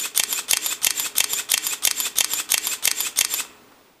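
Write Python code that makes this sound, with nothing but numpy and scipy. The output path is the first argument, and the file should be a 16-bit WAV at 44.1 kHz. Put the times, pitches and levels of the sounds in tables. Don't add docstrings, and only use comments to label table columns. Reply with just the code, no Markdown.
import sys
import numpy as np
from scipy import signal
from scipy.fft import rfft, irfft
from scipy.io import wavfile

SR = 44100
rng = np.random.default_rng(int(sys.argv[2]) if len(sys.argv) > 2 else 0)


def wav_out(sig):
    wavfile.write(sys.argv[1], SR, np.round(np.clip(np.atleast_2d(sig).T, -1, 1) * 32767).astype(np.int16))


N = 176400
t = np.arange(N) / SR
HZ = np.fft.rfftfreq(4096, 1 / SR)

# pitch_hz, level_db
NOISE_COLOUR = [(30, -15), (170, -8.5), (300, 0), (450, -6), (650, -6), (1200, -9), (4000, -16),
                (12600, -25), (15500, -35.5)]
# time_s, level_db
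BACKGROUND_FADE = [(3.6, -4), (3.85, -6), (4, -10.5)]
# shutter_time_s, latch_delay_s
FRAME_TIMES = [(-.137, .1295), (.1977, .1297), (.5325, .1286), (.868, .1293), (1.2038, .1293),
               (1.5395, .1276), (1.8733, .1281), (2.207, .1279), (2.541, .1291), (2.8757, .129),
               (3.2104, .1286)]
# after_shutter_s, whir_db, rasp_db
LIFT_LEVELS = [(-.052, -57, -75.5), (-.047, -32, -47.5), (-.036, -33.5, -26), (-.024, -31, -26),
               (-.016, -36.5, -34), (-.005, -40.5, -51), (.004, -63, -53)]
# pitch_hz, level_db
WHIR_COLOUR = [(60, -20), (400, -7.5), (900, -6), (2500, -7), (5500, -21.5), (9000, -6), (15500, -26)]
BRIGHT_RASP_COLOUR = [(60, -41), (2500, -29.5), (5500, -3), (8000, -7), (10000, -21), (13500, -6.5),
                      (15500, -32)]
# pitch_hz, level_db, width_hz
WHIR_MODES = [(1300, 2.5, 200), (3480, 8.5, 660)]
BRIGHT_RASP_MODES = [(6900, -8, 290), (8780, 7.5, 160)]
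# part, after_shutter_s, level_db, hold_s, decay_s, tilt_db_per_octave
HITS = [("return", -.0505, -31, .002, .002, -1.5), ("mirror", -.022, -7.5, .002, .0013, 0),
        ("mirror", -.0105, -25, .002, .003, -.7), ("shutter", -.003, -18.5, .0015, .0018, 1.5),
        ("shutter", -.0003, -8, .001, .0008, 3), ("shutter", .0015, -3.5, .0006, .0006, -1.5),
        ("shutter", .0094, -17, .0005, .0008, -1.5), ("return", .0328, -27, .002, .002, -1),
        ("return", .0379, -11, .001, .002, 0), ("latch", 0, -13, .0012, .0011, -.3),
        ("latch", .004, -22, .003, .004, .5)]
FRESH_SHARE = {"mirror": 0.46, "shutter": 0.16, "return": 1, "latch": 1}
PART_COLOUR = {"mirror": [(40, -20.5), (150, -24), (600, -16.5), (1500, -13.5), (4000, -6), (7000, -2.5),
               (12500, -9.5), (15500, -16)], "shutter": [(40, -36.5), (150, -38), (400, -25), (750, -14.5),
               (1500, -29.5), (4500, -7), (11500, -10), (15500, -25.5)], "return": [(40, -34), (200, -38),
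               (600, -51.5), (1500, -47), (4000, -22), (8000, -13.5), (12500, -21), (15500, -35)],
               "latch": [(40, -38), (150, -29), (450, -35.5), (1500, -37.5), (4000, -23.5), (8000, -18.5),
               (12500, -43), (15500, -41.5)]}
PART_MODES = {"mirror": [(2100, -2.5, 110), (3530, -1.5, 250), (4890, -7.5, 840), (5680, -14, 450),
              (6400, 7, 166), (8750, -8, 1200), (10250, 1.5, 930), (10750, -1, 250), (12000, 3.5, 560)],
              "shutter": [(864, -11.5, 120), (1086, -9, 220), (1950, -1, 150), (2270, -3, 430),
              (2730, 4, 133), (3154, 3.5, 110), (3460, 2, 240), (4570, -4, 170), (6390, -3, 1100),
              (6750, -22, 250), (7480, -2, 610), (8570, -24, 470), (10200, -25, 300), (11200, -6.5, 790)],
              "return": [(1190, -14.5, 390), (1500, -13.5, 43), (1930, -12.5, 300), (2480, -12.5, 360),
              (3290, -13, 130), (3890, -11, 160), (4420, -3.5, 120), (5070, -7, 300), (6240, -9, 620),
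              (7000, -20, 390), (8570, -3.5, 150), (11040, -12, 170), (11900, -17, 710)],
              "latch": [(1030, -16, 330), (2504, -18.5, 450), (3210, -8.5, 130), (3600, -10.5, 180),
              (4830, -11, 340), (6950, -20, 450), (10480, -11.5, 750), (11700, -6, 620)]}
# after_shutter_s, peak_db, rise_s
BODY_SHOVES = [(-.021, -34, 0.00034), (.0012, -25.5, 0.00018)]
# pitch_hz, level_db, fade_60db_s
SPRING_TONES = [(2380, -38, 0.18), (2840, -40, 0.11), (3340, -46, 0.11), (4400, -38, 0.14),
                (6550, -44, .08), (7359, -47, 0.045)]
CASING_TONES = [(249.6, -56, 2.2), (314, -50, 0.98), (418.5, -51.5, 2.4), (439, -54, 1.3)]
# after_shutter_s, tooth_rate_hz, rattle_db, whine_db
MOTOR_RUN = [(.045, 2100, -65, -67.5), (.078, 2400, -43.5, -38), (0.097, 2562, -32, -33),
             (.113, 2400, -29.5, -23.5), (0.146, 2355, -30.5, -31), (0.164, 2370, -32.5, -22),
             (.18, 2510, -26.5, -34), (0.196, 2678, -24.5, -23), (0.209, 2400, -31.5, -66),
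             (0.224, 2400, -40.5, -61), (.26, 1996, -50.5, -77)]
# multiple_of_tooth_rate, level_db
WHINE_TONES = [(3, -1), (5, -11.5)]
# after_shutter_s, half_length_s, level_db
GEAR_SWELL = (0.184, 0.016, -29)
# pitch_hz, level_db
MOTOR_COLOUR = [(60, -25.5), (200, -12), (400, -3), (700, -10.5), (1200, -4.5), (2000, -2), (5000, -1),
                (8000, 1), (10000, -6), (13500, -5), (15500, -17)]
# pitch_hz, level_db, width_hz
MOTOR_MODES = [(3470, 5.5, 380), (7300, 7.5, 220), (8810, 2.5, 460)]
CAM_MODES = [(1043, 3, 250), (1383, 6.5, 240), (1940, 5.5, 80)]
# pitch_hz, level_db
CAM_COLOUR = [(100, -37.5), (500, -29), (2000, -20), (15000, -40)]
# start_s, level_db, decay_s, tilt_db_per_octave
BUTTON_TICKS = [(3.436, -40, .004, -4.5), (3.449, -38, 0.0065, -12), (3.718, -52.5, .03, -7)]
# pitch_hz, fade_60db_s
ECHO_FADE = [(250, 3.1), (660, 2.25), (1740, 0.68), (4590, 0.41), (14000, 0.44)]
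# pitch_hz, level_db
ECHO_COLOUR = [(80, -7), (350, -15), (700, -11.5), (2500, -11), (7000, -16), (14000, -22.5)]

NOISE_DB, WHISTLE_HZ, WHISTLE_DB = -48.5, 15145, -57.5
CLICKS_PER_S, CLICK_SPREAD_DB, SHOVE_SPREAD_DB = 6500, 2.5, 1.3
SPEED_SPREAD, SPEED_WAVER = 0.00395, 0.0081
CAM_AFTER_S, CAM_DB, CAM_DECAY_S = .192, -30, .009
OVERLOAD_LEVEL, TOP_HZ = .95, 15550


def amp(db):
    return 10 ** (np.asarray(db) / 20)


def unit(x):
    return x / np.sqrt(np.mean(abs(x) ** 2) + 1e-20)


def read(points, hz):
    pitch, value = np.transpose(points)
    return np.interp(np.log(hz + 1), np.log(pitch + 1), value)


def add(mix, start_s, sound):
    i = round(start_s * SR)
    sound = sound[max(-i, 0):]
    part = mix[max(i, 0):][:len(sound)]
    part += sound[:len(part)]


def wander(count, rate_hz):
    return np.interp(np.arange(count) * rate_hz / SR, np.arange(4000), rng.standard_normal(4000))


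def ring(colour, modes, tilt=0):
    power = amp(read(colour, HZ)) ** 2
    for hz, db, width in modes:
        power = power + amp(db) ** 2 / (1 + ((HZ - hz) / width) ** 2 * 2) ** 2
    octaves = np.log2(np.maximum(HZ, 1000) / 1000)
    log_gain = np.log(np.sqrt(power) * amp(tilt * octaves))
    spectrum = np.exp(np.conj(signal.hilbert(np.r_[log_gain, log_gain[-2:0:-1]])))
    response = np.fft.ifft(spectrum).real[:2048]
    return response / np.linalg.norm(response)


def chatter(hold_s, decay_s):
    fade = np.exp(-np.maximum(t[:4096] - hold_s, 0) / decay_s)
    burst = fade * rng.standard_normal(len(fade))
    for _ in range(4):
        burst = irfft(np.exp(1j * np.angle(rfft(burst)))) * np.sqrt(fade)
    return burst * np.linalg.norm(fade) / np.linalg.norm(burst)


def rattle(count, response):
    size = amp(CLICK_SPREAD_DB * np.minimum(rng.exponential(1, count), 4))
    clicks = size * rng.choice([-1, 1], count) * (rng.random(count) < CLICKS_PER_S / SR)
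    return signal.fftconvolve(unit(clicks), response)[:count]


def background():
    colour = amp(read(NOISE_COLOUR, np.fft.rfftfreq(N, 1 / SR)))
    noise = unit(irfft(rfft(rng.standard_normal(N)) * colour, N))
    whistle = np.sin(2 * np.pi * np.cumsum(WHISTLE_HZ + 12 * wander(N, rate_hz=120)) / SR)
    fade = amp(np.interp(t, *np.transpose(BACKGROUND_FADE)))
    return (amp(NOISE_DB) * noise + amp(WHISTLE_DB) * whistle) * fade


def mirror_lift():
    out = np.zeros(N)
    when, whir_db, rasp_db = np.transpose(LIFT_LEVELS)
    time = np.arange(when[0], when[-1], 1 / SR)
    whir, rasp = ring(WHIR_COLOUR, WHIR_MODES), ring(BRIGHT_RASP_COLOUR, BRIGHT_RASP_MODES)
    for db, response in (whir_db, whir), (rasp_db, rasp):
        for start, _ in FRAME_TIMES:
            add(out, start + time[0], amp(np.interp(time, when, db)) * rattle(len(time), response))
    return out


def clacks():
    out = np.zeros(N)
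    for part, after, db, hold, decay, tilt in HITS:
        response = ring(PART_COLOUR[part], PART_MODES[part], tilt)
        usual, fresh = chatter(hold, decay), FRESH_SHARE[part]
        for start, latch_delay in FRAME_TIMES:
            blow = np.sqrt(1 - fresh ** 2) * usual + fresh * chatter(hold, decay)
            when = start + after + latch_delay * (part == "latch")
            add(out, when, amp(db) * signal.fftconvolve(blow, response))
    return out


def shoves():
    out = np.zeros(N)
    for after, db, rise_s in BODY_SHOVES:
        age = t[:2048] / rise_s
        push = age * np.exp(1 - age)
        for start, _ in FRAME_TIMES:
            add(out, start + after, amp(db + SHOVE_SPREAD_DB * rng.standard_normal()) * push)
    return signal.sosfilt(signal.butter(2, 35, "high", fs=SR, output="sos"), out)


def ringing_part(tones, delay_s):
    out, age = np.zeros(N), t[:SR]
    for start, _ in FRAME_TIMES:
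        tone = sum(amp(db - 60 * age / fade_s) * np.sin(2 * np.pi * (hz * age + rng.random()))
                   for hz, db, fade_s in tones)
        add(out, start + delay_s, tone * np.minimum(age / 0.0033, 1))
    return out


def motor():
    out = np.zeros(N)
    when, *columns = np.transpose(MOTOR_RUN)
    time = np.arange(when[0], when[-1], 1 / SR)
    tooth_hz, rattle_db, whine_db = (np.interp(time, when, column) for column in columns)
    gears, cam = ring(MOTOR_COLOUR, MOTOR_MODES), ring(CAM_COLOUR, CAM_MODES)
    swell_s, half_length_s, swell_db = GEAR_SWELL
    swell = amp(swell_db) * np.exp(-((time - swell_s) / half_length_s) ** 2)
    for start, _ in FRAME_TIMES:
        speed = 1 + SPEED_SPREAD * rng.standard_normal() + SPEED_WAVER * wander(len(time), rate_hz=640)
        angle = 2 * np.pi * np.cumsum(tooth_hz * speed) / SR
        whine = sum(amp(whine_db + db + 2 * wander(len(time), rate_hz=900)) * np.sin(multiple * angle)
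                    for multiple, db in WHINE_TONES)
        teeth = amp(rattle_db) * rattle(len(time), gears)
        add(out, start + time[0], whine + swell * np.sin(angle) + teeth)
        knock = signal.fftconvolve(chatter(0.00067, CAM_DECAY_S), cam)
        add(out, start + CAM_AFTER_S, amp(CAM_DB) * knock)
    return out


def button():
    out = np.zeros(N)
    for start, db, decay, tilt in BUTTON_TICKS:
        response = ring(MOTOR_COLOUR, CAM_MODES, tilt)
        add(out, start, amp(db) * signal.fftconvolve(chatter(.001, decay), response))
    return out


def nearby_echoes(sound):
    echoes = np.r_[np.zeros(round(.002 * SR)), chatter(hold_s=.002, decay_s=.006)]
    return amp(db=-14) * signal.fftconvolve(sound, echoes / np.linalg.norm(echoes))[:N]


def room_echo(sound):
    echoes = rng.standard_normal(SR) * (rng.random(SR) < .15) * (t[:SR] > .004)
    hz, when, bands = signal.stft(echoes, SR, nperseg=256)
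    fade_s = read(ECHO_FADE, hz)[:, None]
    bands = bands * amp(read(ECHO_COLOUR, hz)[:, None] - 60 * when / fade_s)
    bands *= np.sqrt(2 * np.log(1000) / fade_s)
    tail = signal.istft(bands, SR, nperseg=256)[1] / np.linalg.norm(echoes)
    return signal.fftconvolve(sound, tail)[:N]


def scene():
    camera = clacks() + shoves() + ringing_part(SPRING_TONES, delay_s=0.00208)
    camera += mirror_lift() + motor() + button()
    echoes = nearby_echoes(camera) + room_echo(camera)
    casing = ringing_part(CASING_TONES, delay_s=0.044)
    return (camera + echoes + casing + background())[None]


def record(dry):
    squashed = OVERLOAD_LEVEL * np.tanh(dry / OVERLOAD_LEVEL)
    treble_cut = signal.firwin(401, TOP_HZ, window=("kaiser", 9), fs=SR)
    return signal.oaconvolve(squashed, treble_cut[None], "same")


dry = scene()
out = record(dry)
wav_out(out)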